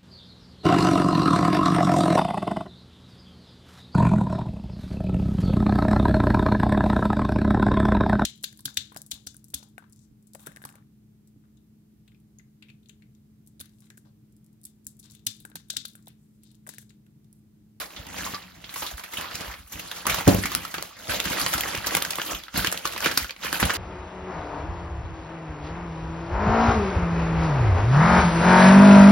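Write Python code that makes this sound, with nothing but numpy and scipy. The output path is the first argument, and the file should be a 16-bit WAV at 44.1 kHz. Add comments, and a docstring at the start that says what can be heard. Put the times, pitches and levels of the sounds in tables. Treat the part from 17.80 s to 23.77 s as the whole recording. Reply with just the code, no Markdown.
"""Stiff paper bag on a kitchen counter

In a small kitchen, hands lift a stiff paper bag out of a box, drop it on a wooden counter, turn it and pick at
its label. Shaped noise makes the rustle and the snaps; resonances make the ringing folds, the hollow drag and
the booming wood; short swings make ticks and pops. Sparse echoes give the room, over a steady hush. Two
microphone ports hear the bag; around 9 kHz left and right are nearly alike but out of phase."""
import sys
import numpy as np
from scipy import signal
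from scipy.fft import rfft, irfft
from scipy.io import wavfile
from scipy.ndimage import uniform_filter1d

SR = 44100
rng = np.random.default_rng(int(sys.argv[2]) if len(sys.argv) > 2 else 0)


def dump(signal):
    """Clip the signal to [-1, 1] and save it as 16-bit WAV at the path in sys.argv[1]."""
    limited = np.clip(np.atleast_2d(signal).T, -1, 1)
    pcm = np.round(limited * 32767).astype(np.int16)
    wavfile.write(sys.argv[1], SR, pcm)


def linear_from_db(decibels):
    """Turn decibels (scalar or array-like) into linear amplitude factors; 0 gives 1."""
    return 10 ** (np.asarray(decibels, float) / 20)


N = 263277  # samples


def read(points, hz, column=1):
    """Reads one column of a spectrum on a log-frequency axis."""
    table = np.transpose(points)
    return np.interp(np.log(hz + 1), np.log(table[0] + 1), table[column])


def shape(x, gain):
    """Filters by a gain for each frequency bin."""
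    return irfft(rfft(x) * gain, N)


def evened(x):
    """Scales to rms 1."""
    return x / np.sqrt(np.mean(x ** 2) + 1e-20)


def drifting(size, count=1):
    """Slow chance of rms 1 that changes every size samples or so."""
    once = uniform_filter1d(rng.standard_normal((count, N)), size)
    return evened(uniform_filter1d(once, size))


def dying(clicks, t60):
    """Lets every click of power die away by 60 dB in t60 seconds."""
    return signal.lfilter([1], [1, -10 ** (-6 / (t60 * SR))], clicks)


# Colour of the kitchen's hush. Each row: frequency in Hz, relative level in dB per Hz.
AIR = [(30, 26), (60, 17), (200, -16), (500, -61), (1500, -29), (5000, -37), (10000, -35), (16000, -8)]
AIR_DB = -56  # rms


def air():
    """The steady hush of the kitchen: shaped noise, unrelated in the two views."""
    hz = np.fft.rfftfreq(N, 1 / SR)
    hush = shape(rng.standard_normal((2, N)), linear_from_db(read(AIR, hz)))
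    return linear_from_db(AIR_DB) * evened(hush)


# Effort of the hands on the paper, under the snaps. Each row: time in seconds, relative level in dB.
HANDS = [(0.0, -29.5), (0.07, -46), (0.24, -47), (0.32, -41.5), (0.35, -36), (0.46, -35), (0.51, -40.5),
         (0.63, -44), (0.67, -48.5), (0.8, -52), (0.96, -39), (1.07, -44), (1.15, -46.5), (1.31, -47.5),
         (1.34, -39), (1.372, -38.5), (1.41, -35.5), (1.56, -38), (1.72, -40.5), (1.84, -54), (1.9, -55.5),
         (1.93, -39), (2.05, -39.5), (2.25, -41.5), (2.28, -28.5), (2.39, -26), (2.44, -36), (2.49, -26.5),
         (2.61, -37.5), (2.762, -34.5), (2.9, -41.5), (2.98, -37.5), (3.149, -49.5), (3.258, -39),
         (3.32, -27.5), (3.39, -33.5), (3.59, -27), (3.711, -31.5), (3.961, -30.5), (4.03, -38.5),
         (4.07, -32.5), (4.29, -36), (4.4, -40), (4.522, -29.5), (4.61, -47), (4.72, -50.5), (4.76, -23.5),
         (4.86, -32.5), (4.93, -38.5), (5.03, -41), (5.071, -33), (5.11, -36.5), (5.2, -35.5), (5.271, -22),
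         (5.34, -38.5), (5.405, -26), (5.47, -44), (5.55, -60), (5.601, -43), (5.65, -27.5), (5.71, -35.5),
         (5.75, -26.5), (5.79, -35.5), (5.82, -25.5), (5.97, -34.5)]


def effort():
    """Effort of the hands in dB at every sample."""
    return np.interp(np.arange(N) / SR, *np.transpose(HANDS))


# Colour of the rustle as the hands work.
# Each row: time in seconds, level of the low crunch in dB, level of the treble in dB.
COLOUR = [(0, -6, -9), (.3, -6, -17), (.55, -12, -13.5), (.65, -15, -19.5), (.88, -9.5, -15),
          (1.0, -20, -6.5), (1.15, -16, -7.5), (1.25, -8, -14.5), (1.35, -10, -8), (1.45, -19, -18),
          (1.55, -12, -16), (1.63, -5.5, -15), (1.72, -14, -16), (1.88, -11, -6), (1.97, -10.5, -13),
          (2.3, -7, -17), (2.6, -15, -14), (3.0, -10.5, -15), (3.3, -7, -15), (3.7, -10.5, -13),
          (4.1, -6, -15.5), (4.5, -7, -10.5), (4.8, -13, -19), (5.0, -9, -14), (5.25, -9.5, -16),
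          (5.5, -21.5, -14), (5.7, -8.5, -17), (5.97, -4.5, -14.5)]


def colour():
    """Level of the low crunch and of the treble in dB at every sample."""
    at, *rows = np.transpose(COLOUR)
    return np.array([np.interp(np.arange(N) / SR, at, row) for row in rows])


# Creases that snap, also played by folds(). Each row: start in seconds, relative peak in dB,
# pitch in Hz at which the fold rings, relative brightness in dB, time in seconds for the noise to die by 60 dB.
SNAPS = [(0.163, -33, 3500, -33, 0.2), (0.267, -30.5, 1060, -17, 0.036), (0.462, -27.5, 1030, -20, 0.17),
         (0.536, -28.5, 1170, -69, 0.16), (0.843, -33, 3320, -32, 0.058), (0.893, -33.5, 3800, -29, 0.075),
         (0.94, -30, 2050, -5.5, 0.053), (0.959, -27.5, 1020, -13, 0.096), (1.021, -31, 3860, -21, 0.044),
         (1.024, -24, 970, -40, 0.13), (1.051, -30, 1000, -30, 0.053), (1.064, -28.5, 3860, -17, 0.22),
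         (1.112, -31.5, 700, -23, 0.081), (1.18, -28, 1600, -28, 0.032), (1.195, -28, 1010, -25, 0.046),
         (1.237, -30, 1960, -16, 0.11), (1.335, -28, 2230, -16, 0.062), (1.41, -31, 2140, -10, 0.071),
         (1.442, -28, 990, -24, .05), (1.74, -31, 2050, -32, 0.035), (1.554, -22.5, 5330, -15, 0.036),
         (1.607, -29, 790, -41, 0.067), (1.995, -25.5, 2680, -18, 0.053), (2.114, -23.5, 3400, -18, 0.049),
         (2.254, -21, 950, -35, 0.047), (2.267, -11, 1210, -12, 0.033), (2.297, -18, 2200, -12, 0.13),
         (2.343, -16.5, 1200, -11.5, 0.046), (2.386, -20.5, 1050, -18, 0.037),
         (2.477, -10.5, 980, -16, 0.057), (2.546, -22.5, 673, -1, 0.014), (2.636, -19.5, 2000, -24, 0.064),
         (2.656, -17, 2080, -15.5, 0.069), (2.717, -24, 1060, -16, 0.1), (2.75, -7, 4850, -14, 0.011),
         (2.85, -23, 1350, -19, 0.046), (2.941, -20.5, 1390, -18, 0.068), (2.982, -17, 835, -30, 0.03),
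         (3.025, -16.5, 1340, -13.5, 0.011), (3.294, -23.5, 1590, -43, 0.21), (3.311, -42, 1560, 6, 0.021),
         (3.336, -22.5, 670, -16, 0.17), (3.401, -13, 3280, -17, 0.024), (3.454, -18, 1600, -18, 0.046),
         (3.501, -27, 2500, -12, 0.035), (3.562, -25, 1230, -30, 0.044), (3.578, -22.5, 706, -35, 0.094),
         (3.596, -25, 1530, -6.5, 0.049), (3.663, -10.5, 1060, -20, 0.024), (3.731, -17, 1020, -22, 0.029),
         (3.736, -17, 1400, -13, 0.11), (3.779, -19.5, 730, -19, 0.053), (3.808, -18, 3150, -5, 0.022),
         (3.834, -21, 1940, -27, 0.043), (3.951, -11.5, 2380, -22, 0.013), (3.975, -21, 1750, -16, 0.021),
         (4.043, -22, 1620, -51, 0.089), (4.062, -27, 4000, -8, 0.076), (4.069, -19, 5700, -8.5, 0.063),
         (4.077, -28, 4540, -12, 0.023), (4.09, -25, 4000, -19, 0.015), (4.108, -18, 1590, -31, 0.019),
         (4.15, -8, 2130, -10, 0.02), (4.168, -13, 1015, -12.5, 0.045), (4.223, -12, 3660, -13.5, 0.014),
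         (4.249, -17.5, 1540, -16.5, 0.034), (4.306, -18, 4470, -8.5, 0.032),
         (4.333, -17.5, 2420, -33, 0.025), (4.356, -22, 3480, -9, 0.016), (4.384, -21, 1150, -48, 0.046),
         (4.396, -20, 1560, -42, 0.06), (4.416, -16.5, 2820, -24, 0.031), (4.636, -30.5, 3460, -18, 0.033),
         (4.682, -28, 1380, -61, 0.027), (4.741, -32, 1470, -18, 0.094), (4.76, -29, 2870, -17, 0.052),
         (4.774, -24, 690, -2.5, 0.21), (4.846, -12, 1700, -19, 0.034), (4.862, -21.5, 2290, -15, 0.066),
         (4.871, -11.5, 3020, -18, 0.031), (4.916, -25, 1870, -11, 0.043), (4.925, -15, 1500, -13, 0.03),
         (4.943, -20, 905, -42, 0.038), (4.975, -18.5, 3480, -15.5, 0.017), (5.054, -14, 1096, -18, 0.045),
         (5.065, -23, 4500, -13, 0.021), (5.074, -20, 4040, -14, 0.027), (5.134, -25, 1490, -17, .03),
         (5.162, -20.5, 1040, -32, 0.038), (5.178, -20, 1790, -14, 0.025), (5.205, -15.5, 1210, -18, 0.012),
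         (5.224, -22, 1510, -25, 0.033), (5.244, -19, 2340, -19, 0.088), (5.259, -7.5, 1620, -25, 0.033),
         (5.313, -18.5, 1730, -19, 0.065), (5.375, -7, 4900, -10, 0.024), (5.444, -22, 1460, -23, 0.045),
         (5.494, -24.5, 2350, -31, 0.041), (5.507, -22, 4330, -27, 0.025), (5.563, -32.5, 2100, -33, 0.031),
         (5.646, -30, 1150, -13, 0.12), (5.728, -10, 1450, -14, 0.0094), (5.744, -18.5, 1520, -40, 0.038),
         (5.8, -20.5, 1920, -9, 0.12), (5.827, -8.5, 700, -40, 0.057), (5.896, -12.5, 1200, -56, 0.026),
         (5.904, -12.5, 1580, -38, 0.037)]
SNAP_FULL_DB, FULL_DB_PER_OCTAVE = -9.5, -1  # crunch of a 1 kHz fold; larger, lower folds carry more


def snap_power(low, high, crease_db):
    """Power of all snaps in one band: a fast rise, then a decay that a sharp tick leads in the treble."""
    power = np.zeros(N)
    for (at, peak_db, fold_hz, bright_db, t60), own_db in zip(SNAPS, crease_db):
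        full_db = SNAP_FULL_DB + FULL_DB_PER_OCTAVE * np.log2(fold_hz / 1e3)
        part = power[round(at * SR):][:6000]
        u = np.arange(len(part)) / SR
        fall_db = (0.29 + 5.4 * high) * np.exp(-u / 0.004) - 60 * u / t60
        level_db = peak_db - 5.0 + low * full_db + high * bright_db + 0.27 * own_db
        rise = np.minimum(u / 0.00035, 1)
        part += (linear_from_db(level_db + fall_db) * rise) ** 2
    return power


# Basic colour of the paper, one band a row. Each row: centre in Hz, relative level in dB.
PAPER = [(350, -7.5), (550, -4.5), (850, -6), (1300, -9), (2000, -10), (3000, -8), (4500, -6.5),
         (6500, -0.5), (9500, 7), (13000, 1), (16000, 1)]
WANDER_DB = -0.5  # how far the colour of the rustle wanders


def paper(crackles_per_s=260, spread_db=5.5, scatter_db=6.0, crackle_t60=0.077, crackle_db=-3.0,
          rub_db=-6.0, clump_db=6, patchy_db=3.5):
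    """Snaps, crackles and rubbing set the power of noise in bands; each crease has its own colour."""
    hz = np.fft.rfftfreq(N, 1 / SR)
    effort_db = effort()
    full_db, bright_db = colour() + WANDER_DB * drifting(size=2000, count=2)
    centres = np.transpose(PAPER)[0]
    low = np.interp(np.log(centres), np.log([800, 1600]), [1, 0])  # share of crunch in each band
    high = np.interp(np.log(centres), np.log([4000, 10000]), [0, 1])  # share of treble
    # crackles come in clumps, around a median rate
    chance = crackles_per_s / SR * linear_from_db(clump_db * drifting(size=900)[0])
    small = rng.random(N) < chance
    size_db = spread_db * np.minimum(rng.exponential(1, N), 3)
    patch_db = patchy_db * drifting(size=1200, count=len(PAPER))  # the rubbed area changes colour
    crease_db = scatter_db * rng.standard_normal((len(SNAPS), len(PAPER)))
    place = np.interp(np.log(hz + 1), np.log(centres), np.arange(len(PAPER)))
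    out = np.zeros((2, N))
    for k, (_, colour_db) in enumerate(PAPER):
        clicks = small * linear_from_db(size_db + scatter_db * rng.standard_normal(N)) ** 2
        crackle = dying(clicks, crackle_t60)
        power = linear_from_db(rub_db + patch_db[k]) ** 2 + linear_from_db(crackle_db) ** 2 * crackle / crackle.mean()
        power *= linear_from_db(effort_db + low[k] * full_db + high[k] * bright_db) ** 2
        power += snap_power(low[k], high[k], crease_db[:, k])
        # neighbouring bands overlap; bass below 300 Hz is cut
        band = np.cos(np.pi / 2 * np.clip(place - k, -1, 1)) * np.clip(hz / 300, 0, 1) ** 2
        noise = evened(shape(rng.standard_normal((2, N)), band))
        out += linear_from_db(colour_db) * shape(noise * np.sqrt(power), np.sqrt(band))
    return out


def ringing_folds(ring_db, sharpness):
    """Each snapping fold is a small panel: a noise burst through a resonance at its own pitch."""
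    out, u = np.zeros((2, N)), np.arange(3000) / SR
    for at, peak_db, hz, _, t60 in SNAPS:
        burst = rng.standard_normal((2, len(u)))
        r = np.exp(-np.pi * hz * (hz / 1e3) ** .5 / sharpness / SR)  # higher folds are more damped
        rung = signal.lfilter([1, 0, -1], [1, -2 * r * np.cos(2 * np.pi * hz / SR), r * r], burst)
        rise = np.minimum(u * hz / 2, 1)  # over two cycles
        fall_db = -60 * u / (0.59 * t60)  # the ring dies sooner than the noise
        sound = evened(rung) * rise * linear_from_db(peak_db + ring_db + fall_db)
        part = out[:, round(at * SR):][:, :len(u)]
        part += sound[:, :part.shape[1]]
    return out


def folds(ring_db=-3, sharpness=11, grains_per_s=500, spread_db=3, grain_db=-7):
    """Snapping folds ring, over a bed of tiny folds that each ring for a few cycles at one of 24 pitches."""
    u = np.arange(3000) / SR
    grains = np.zeros((2, N))
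    pitches = np.geomspace(600, 5000, num=24)
    crunch_db = colour()[0]
    sizes = (rng.random(N) < grains_per_s / SR) * linear_from_db(spread_db * np.minimum(rng.exponential(1, N), 4))
    kind = rng.integers(len(pitches), size=N)
    for k, hz in enumerate(pitches):
        phase = 2 * np.pi * (hz * u + rng.random((2, 1)))
        ring = np.sin(phase) * np.minimum(u * hz, 1) * np.exp(-np.pi * hz / 9 * u)
        grain = evened(ring) * (1e3 / hz) ** 0.29
        # low grains follow the crunch
        follow = np.interp(np.log(hz), np.log([800, 1600]), [.6, 0])
        clicks = sizes * (kind == k) * linear_from_db(crunch_db * follow)
        grains += signal.oaconvolve(clicks[None], grain, axes=1)[:, :N]
    return ringing_folds(ring_db, sharpness) + evened(grains) * linear_from_db(grain_db + effort())


# The weight of the bag shifts on the wood. Each row: start in seconds, relative level in dB.
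SHIFTS = [(0.17, -45), (0.264, -36.5), (0.331, -45), (.42, -42), (.535, -63), (.62, -69), (.72, -48),
          (0.775, -51.5), (.83, -50), (.9, -63), (1.02, -43.5), (1.13, -69), (1.38, -47), (1.541, -53),
          (1.67, -70), (1.78, -73), (1.949, -41.5), (2.28, -34), (2.465, -18.5), (2.749, -35.5),
          (3.283, -32.5), (3.45, -33), (3.61, -35), (3.739, -31.5), (3.97, -40), (4.139, -36.5),
          (4.5, -41.5), (4.741, -33), (4.775, -47), (5.25, -62), (5.41, -77), (5.66, -39), (5.824, -33)]
SHIFT_RISE_S, SHIFT_T60_S = 0.0075, 0.38
WEIGHT_DB, WEIGHT_FOLLOWS = -54.5, 0.75  # level at an effort of -40 dB, dB per dB of effort


def weight():
    """Pressure on the wood: a share of the effort, and a swell that dies after each shift."""
    t = np.arange(N) / SR
    power = linear_from_db(WEIGHT_DB + WEIGHT_FOLLOWS * (effort() + 40)) ** 2
    for at, db in SHIFTS:
        u = np.maximum(t - at, 0)
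        swell = np.minimum(u / SHIFT_RISE_S, 1) * linear_from_db(db - 60 * u / SHIFT_T60_S)
        power = power + swell ** 2
    return np.sqrt(power)


def pushes(rows):
    """Force on the wood: one smooth hump a row."""
    force = np.zeros(N)
    for at, db, length in rows:
        push = np.hanning(max(round(length * SR), 8))
        force[round(at * SR):][:len(push)] += linear_from_db(db) * push / push.sum()
    return force[None]


# The bag lands or is pressed on the counter.
# Each row: start in seconds, relative level in dB, length of the blow in seconds.
BLOWS = [(.536, -38.5, 0.00098), (.775, -47, 0.0036), (.81, -53, .003), (1.385, -41, 0.0014),
         (1.545, -33, 0.0062), (1.61, -39, 0.0013), (2.27, -38, 0.0021), (2.473, -18, 0.0023),
         (2.478, -9.5, 0.0014), (2.485, -11.5, 0.0016), (2.488, -12.5, 0.0013), (2.495, -26.5, 0.0022),
         (2.505, -32, 0.0042), (2.532, -31, 0.0021), (2.548, -22, 0.0013), (2.585, -23.5, 0.0023),
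         (2.65, -27.5, 0.0029), (3.46, -31.5, 0.0019), (3.51, -30, 0.0023), (4.777, -26.5, 0.0023),
         (4.787, -43, 0.0069), (4.796, -27, 0.0032), (4.878, -31, 0.0039), (5.259, -34.5, 0.0017),
         (5.376, -35, 0.003), (5.828, -26, 0.0011), (5.836, -31, 0.0015)]
# Softer, slower bumps against box and counter.
# Each row: start in seconds, relative level in dB, length of the push in seconds.
BUMPS = [(0.197, -30.5, 0.0083), (1.139, -15.5, 0.018), (1.68, -19.5, 0.017), (1.697, -24, 0.017),
         (1.795, -25, 0.017), (1.85, -32, 0.016), (1.951, -23, 0.014), (2.328, -14, 0.02),
         (3.359, -33, 0.022), (3.469, -35, 0.0072), (3.759, -30, 0.021), (3.979, -25.5, 0.0079),
         (4.539, -11, 0.024), (4.791, -8, 0.022), (5.425, -18.5, 0.017), (5.441, -22, 0.018),
         (5.84, -10, 0.014), (5.856, -13, 0.011)]
BUMP_T60_S = .3  # whatever leans on the wood damps it further
# Modes of the worktop. 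Each row: frequency in Hz, level in dB, time in seconds to die by 60 dB.
COUNTER = [(58.6, -21, 0.25), (101, -14, 0.35), (126.3, -13, 0.1), (160, -11, .1), (186, -5, 0.16),
           (213, -9, 0.09), (250, -8, 0.08), (284, -1, 0.11), (327, -10, .1), (385, -11, .08),
           (420, -9, 0.13), (514, -6, 0.09), (575, -5, 0.12), (655, -4, 0.09), (730, -5, 0.06),
           (815, -4, .055), (960, -4, .05)]
# Colour of the shifting weight, before the wood rings. Each row: frequency in Hz, relative level in dB per Hz.
RUMBLE = [(35, -25), (57, 1), (78, -3), (110, -6.5), (200, -4), (290, -8.5), (450, -21), (900, -11.5)]


def counter():
    """Blows and bumps ring the modes of the worktop; shifting weight keeps it rumbling."""
    u, hz = np.arange(SR // 2) / SR, np.fft.rfftfreq(N, 1 / SR)
    modes = sum(linear_from_db(db - 60 * u / t60) * np.exp(2j * np.pi * (f * u - 1 / 8)) for f, db, t60 in COUNTER)
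    views = np.array([modes.real, modes.imag])  # each mode a quarter swing later in the second view
    damped = views * linear_from_db(-60 * u / BUMP_T60_S)
    boom = signal.fftconvolve(pushes(BLOWS), views, axes=1)[:, :N]
    boom += signal.fftconvolve(pushes(BUMPS), damped, axes=1)[:, :N]
    drive = shape(rng.standard_normal((2, N)), linear_from_db(read(RUMBLE, hz)))
    drive /= np.std(signal.fftconvolve(drive, views[:1], axes=1))
    drive *= weight() * linear_from_db(3 * drifting(size=1500)[0])  # in uneven lumps
    return boom + signal.fftconvolve(drive, views[:1], axes=1)[:, :N]


# How long the kitchen rings. Each row: frequency in Hz, time in seconds to die by 60 dB.
KITCHEN = [(100, 0.79), (400, 0.32), (1500, 0.18), (5000, 0.13), (15000, 0.14)]
ROOM_BASS_HZ = 350  # the small kitchen returns little below this


def kitchen(x):
    """Sparse echoes of random sign, each band dying at its own speed."""
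    taps = np.zeros((2, SR // 2))
    slots = np.arange(200, SR // 2 - 20, 20)  # one echo in every 20 samples
    at = slots + rng.integers(0, 20, (2, len(slots)))
    np.put_along_axis(taps, at, rng.choice([-1., 1.], at.shape), 1)
    hz, t, z = signal.stft(taps, SR, nperseg=256)
    hz = hz[:, None]
    fade = linear_from_db(-60 * t / read(KITCHEN, hz))
    bass_cut = 1 / (1 + (ROOM_BASS_HZ / (hz + 1)) ** 2)
    tail = signal.istft(z * fade * bass_cut, SR, nperseg=256)[1]
    return signal.fftconvolve(x, tail / np.linalg.norm(tail[0]), axes=1)[:, :N]


# Dry ticks, where a crease breaks at once.
# Each row: start in seconds, peak in dB before TICK_DB is added, centre in Hz.
TICKS = [(0.842, -24, 2300), (0.893, -29, 2380), (0.961, -23, 1120), (1.023, -20.5, 1030),
         (1.061, -23, 4330), (2.255, -19, 940), (2.276, -9.5, 1200), (2.297, -11, 1500),
         (2.656, -14.5, 1300), (2.943, -16, 1500), (3.4, -18, 2000), (3.474, -13, 1720),
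         (3.664, -10.5, 1370), (3.806, -21, 3120), (3.949, -10, 2480), (4.071, -22, 4910),
         (4.149, -9, 2170), (4.221, -9.5, 3500), (4.354, -26, 3500), (4.385, -12.5, 1140),
         (4.842, -20, 1610), (4.87, -14, 2680), (4.976, -25, 3150), (5.054, -11.5, 1220),
         (5.259, -20, 1920), (5.374, -2, 5230), (5.729, -12.5, 1570), (5.799, -13, 1460), (5.828, -3, 747),
         (5.829, -4, 1500), (5.902, -6, 1560)]
TICK_CYCLES, TICK_DB = 0.99, -5  # cycles to die by a factor e, level added to all ticks


def ticks():
    """Each tick is a broad swing at its own pitch that dies within a few cycles."""
    out, u = np.zeros(N), np.arange(400) / SR
    for at, db, hz in TICKS:
        swing = np.sin(2 * np.pi * hz * u) * np.exp(-(u * hz - .25) / TICK_CYCLES)
        out[round(at * SR):][:400] += linear_from_db(db + TICK_DB) * swing
    return out


# The bag drags along the box wall and its hollow sounds.
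# Each row: time in seconds, centre in Hz, level in dB before DRAG_DB is added.
DRAG = [(1.319, 1070, -60), (1.334, 1110, -34.5), (1.367, 1080, -57), (1.398, 955, -33), (1.559, 1290, -49),
        (1.636, 902, -44), (1.724, 1230, -39), (1.8, 1510, -66)]
DRAG_WIDTH_HZ, DRAG_DB = 440, -3.5


def drag():
    """Rubbing noise through one resonance that moves as the bag changes shape."""
    at, hz, db = np.transpose(DRAG)
    t = np.arange(N) / SR
    # noise around 0 Hz is turned up to the moving centre
    r = np.exp(-np.pi * DRAG_WIDTH_HZ / SR)
    rub = signal.lfilter([1], [1, -r], rng.standard_normal((2, N)))
    turn = np.exp(2j * np.pi * np.cumsum(np.interp(t, at, hz)) / SR)
    hollow = evened((turn * rub).real)
    fade = np.clip(np.minimum(t - at[0], at[-1] - t) / 0.014, 0, 1)
    return hollow * fade * linear_from_db(DRAG_DB + np.interp(t, at, db))


# A wall of the bag pops in or out, its high tones arriving first. 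Each row: start in seconds, level in dB.
POPS = [(2.475, -11), (3.66, -32), (3.947, -32.5), (4.386, -30), (5.261, -18.5), (5.38, -32), (5.647, -31),
        (5.674, -48), (5.73, -28), (5.827, -16)]
POP_TOP_HZ, POP_LOW_HZ, POP_FALL_S, POP_T60_S = 700, 130, .003, .045


def pops():
    """Each pop is a short dying swing whose pitch drops fast."""
    u, out = np.arange(4000) / SR, np.zeros(N)
    hz = POP_LOW_HZ + (POP_TOP_HZ - POP_LOW_HZ) * np.exp(-u / POP_FALL_S)
    swing = np.sin(2 * np.pi * np.cumsum(hz) / SR) * linear_from_db(-60 * u / POP_T60_S)
    for at, db in POPS:
        part = out[round(at * SR):][:len(u)]
        part += linear_from_db(db) * swing[:len(part)]
    return out


KITCHEN_DB = -7.5


def scene():
    """Two views of the same events, with the room behind them; ticks and pops are alike in both."""
    near = paper() + folds() + counter() + ticks() + drag() + pops()
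    return near + linear_from_db(KITCHEN_DB) * kitchen(near) + air()


def roll_off(x):
    """The treble ends steeply here."""
    return signal.sosfilt(signal.butter(12, 16990, fs=SR, output="sos"), x)


# The pair of microphone ports. Each row: frequency in Hz, likeness from 0 to 1,
# phase in radians by which left leads, left over right in dB.
PORTS = [(60, .95, 0, -.5), (130, .85, 0, 2), (280, .6, .2, -1.2), (700, .2, 1.6, -1), (1200, .65, .4, -1),
         (2700, .3, 0, -2.7), (5300, .25, 1, -1.5), (6900, .7, 2.1, -.4), (7900, .9, 2.6, -.4),
         (8400, .999, 3.1, 0), (9500, .999, 3.18, 0), (10000, .95, 3.64, -.4), (12000, .88, 5.2, 0),
         (13200, .99, 6.2, 0), (14800, .99, 6.33, 0), (15700, .85, 6.8, 0)]
EDGE_HZ = 15950  # the treble falls from here


def record(dry):
    """The right port hears the left port's sound late in phase plus a share of its own; then the band limit."""
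    hz = np.fft.rfftfreq(N, 1 / SR)
    same = np.clip(read(PORTS, hz, column=1), 0, 1)
    lead, balance_db = read(PORTS, hz, column=2), read(PORTS, hz, column=3)
    left, own = rfft(dry)
    right = same * np.exp(-1j * lead) * left + np.sqrt(1 - same ** 2) * own
    pair = np.array([left * linear_from_db(balance_db / 2), right / linear_from_db(balance_db / 2)])
    edge = linear_from_db(-np.clip((hz - EDGE_HZ) / 8, 0, 25) - np.clip((hz - 16900) / 4, 0, 60))
    edge *= 1 / (1 + (46 / (hz + 1)) ** 6)  # the microphone drops the deepest bass
    return roll_off(irfft(pair * edge, N))


dry = scene()
out = record(dry)
dump(out)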